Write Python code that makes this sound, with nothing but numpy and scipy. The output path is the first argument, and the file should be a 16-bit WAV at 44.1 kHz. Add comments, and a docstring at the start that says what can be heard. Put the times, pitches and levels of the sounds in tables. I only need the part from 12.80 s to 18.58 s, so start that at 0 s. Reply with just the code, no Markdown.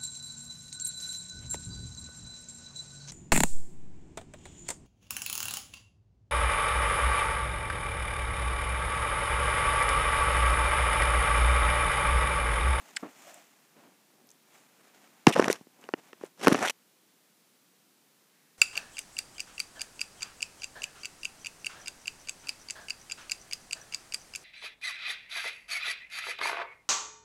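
"""A quiet room, a phone held close to a resting cat. Fur and blanket rustle softly as it is drawn back,
with swishes of a hand over fur, a tiny scritch, a muffled thud and a few dry ticks. Twice the grip shifts
and the case scrapes right at the microphone: skin and fur stick and slip, thumping and ringing the phone's
body. The loudest blows overload it. Between the two scrapes the fingers settle with light taps."""
import sys
import numpy as np
from scipy import signal
from scipy.fft import rfft, irfft
from scipy.io import wavfile

SR = 44100
rng = np.random.default_rng(int(sys.argv[2]) if len(sys.argv) > 2 else 0)


def to_wav(s):
    """Save 16-bit WAV."""
    ch = np.atleast_2d(s).T  # columns
    pcm = np.round(np.clip(ch, -1, 1) * 32767)  # PCM
    wavfile.write(sys.argv[1], SR, pcm.astype(np.int16))


N = 254898
BAND_EDGE_HZ = 15500

# room tone: freq_hz, gain_db
ROOM_SPECTRUM = [(24, -62), (40, -38), (136, -5), (240, -3), (620, -11.5), (1730, -14), (5720, -15.5),
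                 (15500, -18.5)]
# fur and blanket friction: freq_hz, gain_db
FUR_SPECTRUM = [(50, -38), (120, -9.5), (230, 3), (450, -4), (700, 0.5), (1100, -2.5), (2400, -3.5),
                (4500, -12.5), (7000, -8), (11000, -18), (15500, -18)]
# strokes over fur and blanket: peak_s, rise_s, fall_s, level_db, tilt_db_per_octave
FUR_STROKES = [(.05, 0.89, 1, -56.5, 0.1), (.255, 0.02, 0.047, -51, -6.5), (.51, 0.37, 0.18, -54.5, 0.7),
               (0.985, 0.049, 0.21, -58, -4), (1.42, 0.3, 0.23, -71.5, -7), (1.76, 0.11, 0.16, -60, 0.24),
               (2.242, 0.75, 0.5, -60.5, -0.86), (3.03, 0.099, 0.16, -58, -2.5),
               (3.192, 0.068, 0.018, -56, -2.5), (3.289, 0.15, 0.073, -60, -0.5),
               (3.455, 0.085, 0.045, -53, -1.5)]
# ticks of hair and cloth: start_s, energy_db, pitch_hz
HAIR_TICKS = [(0.543, -26.5, 8400), (1.4715, -39, 12500), (1.4905, -35, 6040), (1.504, -32, 6300),
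              (1.515, -32, 6700), (3.013, -38, 7000), (3.447, -37, 9550), (3.463, -34, 7440)]
# resonances of the scritch: start_s, pitch_hz, q, level_db
SCRITCH_MODES = [(.163, 7920, 6.4, -37), (0.1636, 4900, 2.8, -36.5), (0.1667, 2170, 1.66, -28.5),
                 (.169, 11000, 6, -47.5)]
# sliding friction: freq_hz, gain_db
SCRAPE_SPECTRUM = [(60, -28.5), (190, -1.5), (500, 0), (1600, -1), (2600, -2.5), (4000, -6), (6000, -6.5),
                   (10000, -10), (15500, -27)]
# short slides on the case, plus soft swishes of a hand over fur:
# start_s, end_s, level_db, rasp_hz, rasp_height_db, rasp_width_octaves
FRICTION_BURSTS = [(0.381, 0.598, -69, 7050, 14, 0.28), (0.448, 0.606, -57.5, 660, 35, 0.38),
                   (2.482, 2.499, -25.5, 580, 19.5, 0.53), (2.525, 2.546, -33, 2820, 13, 0.42),
                   (2.58, 2.598, -31.5, 794, 19.5, 1), (2.65, 2.665, -30.5, 524, 23, 1),
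                   (2.6988, 2.723, -36.5, 5500, 0, 0.68), (3.63, 3.655, -36.5, 8000, -8, 0.97),
                   (3.702, 3.73, -26.5, 405, 33, 0.61), (3.816, 3.86, -32, 697, 39, 0.54),
                   (3.851, 3.869, -29.5, 1390, 10.5, 1), (3.821, 3.864, -30.5, 1670, 19.5, 0.54),
                   (3.877, 3.89, -29.5, 2870, 13, 0.42), (3.897, 3.909, -33, 2640, 6.5, 0.26),
                   (5.518, 5.722, -75.5, 1880, 19, 0.46)]
# long drags of the grip: start_s, rise_s, hold_s, release_s, level_db, hold_loss_db, tilt_db_per_octave
GRIP_DRAGS = [(2.466, 0.0027, 0.047, 0.047, -26, 10, -4.5), (2.534, 0.025, 0.13, 0.07, -33, 6.5, -5.5),
              (2.707, .004, 0.053, 0.1, -41, 7.5, -2), (3.574, 0.051, 0.24, 0.052, -34, 1, -3.5)]
# modes of the case: pitch_hz, t60_s
CASE_MODES = [(800, 0.019), (1050, 0.013), (1380, 0.011), (1800, 0.011), (2200, 0.008), (2700, 0.011),
              (4400, 0.0044)]
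# crack of a releasing catch: freq_hz, gain_db
CRACK_SPECTRUM = [(300, -16), (1200, -4.5), (2900, -1), (5600, -4), (8000, -8), (11500, -8), (16000, -23)]
# catches of the grip: start_s, strength_db, hardness_db (soft pad < 0 < sharp edge), thump_hz, ring_hz
GRIP_CATCHES = [(2.4684, 0, 4, 420, 720), (2.4696, -4, -3, 330, 2600), (2.4725, -10.5, -13.5, 253, 1700),
                (2.4784, -15, -11, 172, 870), (2.481, -22.5, 9, 300, 3550), (2.504, -18, -1, 396, 950),
                (2.5597, -22, -7.5, 510, 1400), (2.564, -10.5, -2.5, 620, 900),
                (2.5958, -6.5, -7, 440, 1000), (2.5996, -11.5, 2.5, 372, 1000), (2.624, -14, 1, 286, 1500),
                (2.6434, -15, 4.5, 340, 1850), (2.6787, -22, -9.5, 313, 1240), (2.682, -14, 5, 600, 1440),
                (2.7006, -12.5, -6, 476, 1380), (2.7279, -28, 17.5, 516, 2650), (2.811, -47, -12, 235, 885),
                (2.870, -52.5, -12, 324, 1137), (3.0402, -40, 4, 500, 2700), (3.0892, -27, 0.5, 480, 1110),
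                (3.138, -16, -3.5, 377, 1900), (3.331, -33.5, 1, 450, 1530), (3.412, -38.5, -2, 308, 1000),
                (3.4368, -34.5, -14, 470, 775), (3.649, -27, 7.5, 423, 2400), (3.6626, -18, 2, 326, 1140),
                (3.671, -1, 0.5, 366, 1250), (3.676, -17, -12, 490, 1170), (3.6816, -8.5, 7.5, 330, 1210),
                (3.6816, -16, -12, 330, 800), (3.716, -17, -4, 402, 1290),
                (3.7218, -16.5, -11.5, 244, 1380), (3.727, -14, 5.5, 340, 1420),
                (3.7306, -22, 8.5, 400, 1900), (3.745, -10.5, 1, 355, 990), (3.752, -17, -2.5, 336, 1840),
                (3.827, -16.5, 4.5, 600, 1350), (3.8735, -19, 5.5, 634, 1720),
                (3.897, -19.5, 9.5, 645, 2600)]
# resonance of the microphone's sound hole: time_s, pitch_hz
PORT_PITCH = [(2.56, 5260), (2.661, 5565), (3.7, 5450), (3.87, 5700)]


def amp(db):
    """Decibels to gain."""
    return 10 ** (np.asarray(db) / 20)


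def unit_rms(x):
    """Scales to rms 1."""
    return x / np.sqrt(np.mean(x ** 2) + 1e-20)


def spectrum_db(spectrum, hz):
    """Interpolates a spectrum over log frequency."""
    freq_hz, gain_db = np.transpose(spectrum)
    return np.interp(np.log(hz + 1), np.log(freq_hz + 1), gain_db)


def add(mix, start_s, sound):
    """Mixes a sound in at start_s."""
    part = mix[max(round(start_s * SR), 0):][:len(sound)]
    part += sound[:len(part)]


def coloured(x, spectrum):
    """Filters x by a spectrum."""
    hz = np.fft.rfftfreq(len(x), 1 / SR)
    return irfft(rfft(x) * amp(spectrum_db(spectrum, hz)), len(x))


def wander(size, cutoff_hz):
    """Slow random drift, rms 1."""
    hz = np.fft.rfftfreq(size, 1 / SR)
    return unit_rms(irfft(rfft(rng.standard_normal(size)) * np.exp(-(hz / cutoff_hz) ** 2), size))


def friction(size, grain_db, clump_db, clump_hz):
    """Countless tiny catches of hair and skin, uneven in size, arriving in clumps."""
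    grains = rng.standard_normal(size) * amp(grain_db * np.minimum(rng.exponential(1, size), 5))
    return unit_rms(grains * amp(clump_db * wander(size, clump_hz)))


def rub(drive, spectrum, times_s, level_db, tilt_db_per_octave):
    """Friction along level and tilt curves: pressing is dark, quick light sliding is bright."""
    hz, frames_s, bins = signal.stft(drive, SR, nperseg=512, noverlap=384)
    colour = unit_rms(amp(spectrum_db(spectrum, hz)))[:, None]
    octaves = np.log2(np.clip(hz, 250, 9000) / 1500)[:, None]
    tilt = amp(octaves * np.interp(frames_s, times_s, tilt_db_per_octave))
    sound = signal.istft(bins * colour * tilt, SR, nperseg=512, noverlap=384)[1][:N]
    return sound * amp(np.interp(np.arange(N) / SR, times_s, level_db, left=-140, right=-140))


def room_tone(level_db=-65.5):
    """Steady low noise of the room."""
    return amp(level_db) * unit_rms(coloured(rng.standard_normal(N), ROOM_SPECTRUM))


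def room_tail(x, t60_s=0.032):
    """Short, dull reverberation of a furnished room."""
    t = np.arange(16384) / SR
    tail = rng.standard_normal(len(t)) * amp(-60 * t / t60_s) * (t > 0.003)
    tail = coloured(tail, [(2500, 1.0), (12000, -13.5)])
    return signal.fftconvolve(x, tail / np.linalg.norm(tail))[:N]


def fur_rustle(fade_db=16.5, roundness=1.1):
    """Fur and blanket: fine friction that swells and fades with each stroke."""
    times_s = np.arange(0, N, 256) / SR
    peak_s, rise_s, fall_s, level_db, tilt_db_per_octave = np.transpose(FUR_STROKES)[:, :, None]
    from_peak = np.maximum((peak_s - times_s) / rise_s, (times_s - peak_s) / fall_s)
    power = amp(level_db - fade_db * from_peak ** roundness) ** 2 + 1e-14  # roundness: 1 pointed, 2 bell
    total_power = power.sum(0)
    mean_tilt = (power * tilt_db_per_octave).sum(0) / total_power
    drive = friction(N, grain_db=3.5, clump_db=1.72, clump_hz=60)
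    return rub(drive, FUR_SPECTRUM, times_s, 10 * np.log10(total_power), mean_tilt)


def hair_ticks(t60_s=0.0097, q=5.1):
    """Hair and cloth tick: abrupt noise bursts, each around one high pitch."""
    out, t = np.zeros(N), np.arange(2048) / SR
    for start_s, energy_db, pitch_hz in HAIR_TICKS:
        burst = rng.standard_normal(len(t)) * amp(-60 * t / t60_s)
        tick = signal.lfilter(*signal.iirpeak(pitch_hz, q, fs=SR), burst)
        add(out, start_s, amp(energy_db) * tick / np.linalg.norm(tick))
    return out


def scritch(end_s=0.1721, ramp_s=0.00062, wet_db=-21):
    """A scritch a little way off, perhaps the collar: resonances catch in turn and stop together."""
    out, t = np.zeros(N), np.arange(N) / SR
    for start_s, pitch_hz, q, level_db in SCRITCH_MODES:
        band = signal.iirpeak(pitch_hz, q, fs=SR)
        ring = unit_rms(signal.lfilter(*band, signal.lfilter(*band, rng.standard_normal(N))))
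        out += amp(level_db) * ring * np.clip((t - start_s) / ramp_s, 0, 1)
    out *= np.exp(-np.maximum(t - end_s, 0) / ramp_s)
    return out + amp(wet_db) * room_tail(out, t60_s=0.037)


def bedding_thud(start_s=0.2265, level_db=-34, rise_s=0.002, t60_s=0.16):
    """A muffled shove against the bedding."""
    out, t = np.zeros(N), np.arange(16384) / SR
    spectrum = [(90, -46), (230, 7.0), (370, -5.5), (520, -9.0), (1400, -12.5), (2600, -33), (8000, -53)]
    body = unit_rms(coloured(rng.standard_normal(len(t)), spectrum))
    envelope = (1 - np.exp(-t / rise_s)) * amp(-60 * t / t60_s)
    add(out, start_s, amp(level_db) * body * envelope)
    return out


def friction_bursts(ramp_share=0.28, tilt_db_per_octave=0.66, low_cut_db_per_octave=5):
    """Slides on the case and hand swishes over fur: friction with one broad band, thinned far below it."""
    out, t = np.zeros(N), np.arange(16384) / SR
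    hz = np.fft.rfftfreq(len(t), 1 / SR) + 1
    colour_db = spectrum_db(SCRAPE_SPECTRUM, hz) + tilt_db_per_octave * np.log2(hz)
    for start_s, end_s, level_db, rasp_hz, height_db, width_octaves in FRICTION_BURSTS:
        rasp_db = height_db * np.exp(-0.5 * (np.log2(hz / rasp_hz) / width_octaves) ** 2)
        low_cut_db = low_cut_db_per_octave * np.maximum(np.log2(rasp_hz / hz) - 2, 0)
        drive = friction(len(t), grain_db=3.5, clump_db=1.45, clump_hz=420)
        sound = unit_rms(irfft(rfft(drive) * amp(colour_db + rasp_db - low_cut_db)))
        ramp_s = ramp_share * (end_s - start_s)  # long bursts swell, short ones snap
        envelope = np.clip(np.minimum(t, end_s - start_s + ramp_s - t) / ramp_s, 0, 1)
        add(out, start_s - ramp_s / 2, amp(level_db) * sound * envelope)
    return out


def grip_drags(light_drop_db=29.5, light_tilt_db_per_octave=1.7):
    """The case drags under the grip: a dense rub that presses in, slackens and lets go."""
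    out = np.zeros(N)
    drive = friction(N, grain_db=2.5, clump_db=4.0, clump_hz=170)
    light_touch, slackened = np.array([1, 0, 0, 1]), np.array([0, 0, 1, 1])  # per envelope corner
    for start_s, rise_s, hold_s, release_s, level_db, hold_loss_db, tilt_db_per_octave in GRIP_DRAGS:
        corners_s = start_s + np.cumsum([0, rise_s, hold_s, release_s])
        envelope_db = level_db - light_drop_db * light_touch - hold_loss_db * slackened
        tilt = tilt_db_per_octave + light_tilt_db_per_octave * light_touch
        out += rub(drive, SCRAPE_SPECTRUM, corners_s, envelope_db, tilt)
    return out


def thump(t, centre_hz, t60_s=0.013, sag_share=0.4, sag_s=0.0016, rise_s=0.00084):
    """A damped push of air into the sound hole; the pitch sags as the finger closes on it."""
    pitch_hz = centre_hz * (1 + sag_share * (np.exp(-t / sag_s) - 0.5))
    envelope = (1 - np.exp(-t / rise_s)) * amp(-60 * t / t60_s)
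    return np.sin(2 * np.pi * np.cumsum(pitch_hz) / SR) * envelope


def case_ring(t, centre_hz, falloff_db_per_octave=11.0, detune_share=0.084, rise_s=0.0001):
    """Hand-damped modes of the case; the spot hit favours those near centre_hz."""
    mode_hz, t60_s = np.transpose(CASE_MODES)[:, :, None]
    shift, half_turns = rng.uniform(-0.91, 1, (2, len(CASE_MODES), 1))
    detuned_hz = mode_hz * (1 + detune_share * shift)
    envelope_db = -falloff_db_per_octave * abs(np.log2(mode_hz / centre_hz)) - 60 * t / t60_s
    modes = amp(envelope_db) * np.sin(2 * np.pi * detuned_hz * t + np.pi * half_turns)
    ring = modes.sum(0) * (1 - np.exp(-t / rise_s))
    return ring / np.linalg.norm(ring)


def crack(t, hardness_db, t60_s=0.0042, snap=1.2, neutral_cutoff_hz=5200, hardness_db_per_octave=7):
    """A catch releases: one sharp snap, then brief crumbling; a soft pad muffles the top."""
    burst = rng.standard_normal(len(t)) * amp(-60 * t / t60_s)
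    burst[0] += snap
    sound = coloured(np.roll(burst, 16), CRACK_SPECTRUM)  # delay leaves room for filter pre-ring
    cutoff_hz = min(neutral_cutoff_hz * 2 ** (hardness_db / hardness_db_per_octave), BAND_EDGE_HZ)
    return signal.lfilter(*signal.butter(2, cutoff_hz, fs=SR), sound / np.linalg.norm(sound))


def grip_catches(thump_db=4, ring_db=11.5, crack_db=-1.5, crack_db_per_hardness_db=1.34):
    """Each catch thumps the sound hole, rings the case and cracks; harder ones trade thump for crack."""
    out, t = np.zeros(N), np.arange(4096) / SR
    for start_s, strength_db, hardness_db, thump_hz, ring_hz in GRIP_CATCHES:
        push = amp(thump_db - hardness_db) * thump(t, thump_hz)
        ring = amp(ring_db) * case_ring(t, ring_hz)
        snap = amp(crack_db + crack_db_per_hardness_db * hardness_db) * crack(t, hardness_db)
        add(out, start_s, amp(strength_db) * (push + ring + snap))
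    return out


def port_resonance(x, width_hz=500, gain=0.96, phase_rad=0.96):
    """Adds the ring of the microphone's sound hole, tuned by the covering finger."""
    pitch_hz = np.interp(np.arange(N) / SR, *np.transpose(PORT_PITCH))
    carrier = np.exp(2j * np.pi * np.cumsum(pitch_hz) / SR)
    pole = np.exp(-np.pi * width_hz / SR)
    ring = carrier * signal.lfilter([1 - pole], [1, -pole], x / carrier)
    return x + 2 * gain * (np.exp(1j * phase_rad) * ring).real  # phase leaves a dip just below the ring


def scene(wet_db=-34.5):
    """Contact sounds at the microphone over soft rustling and room tone."""
    contact = port_resonance(grip_catches() + grip_drags() + friction_bursts())
    mix = room_tone() + contact + amp(wet_db) * room_tail(contact)
    mix += fur_rustle() + hair_ticks() + scritch() + bedding_thud()
    return mix[None]


def record(dry, low_cut_hz=135, bass_leak_db=-29, asymmetry=0.046):
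    """The phone cuts the bass, flattens the biggest peaks a little unevenly and limits the band."""
    high_pass = signal.butter(3, low_cut_hz, "high", fs=SR, output="sos")
    thin = signal.sosfilt(high_pass, dry) + amp(bass_leak_db) * dry
    clipped = thin / (1 + thin ** 6) ** (1 / 6)  # soft clip at full scale
    lopsided = clipped + asymmetry * clipped ** 2
    low_pass = signal.firwin(301, BAND_EDGE_HZ, window=("kaiser", 8), fs=SR)
    return signal.oaconvolve(lopsided, low_pass[None], "same")


dry = scene()
out = record(dry)
to_wav(out)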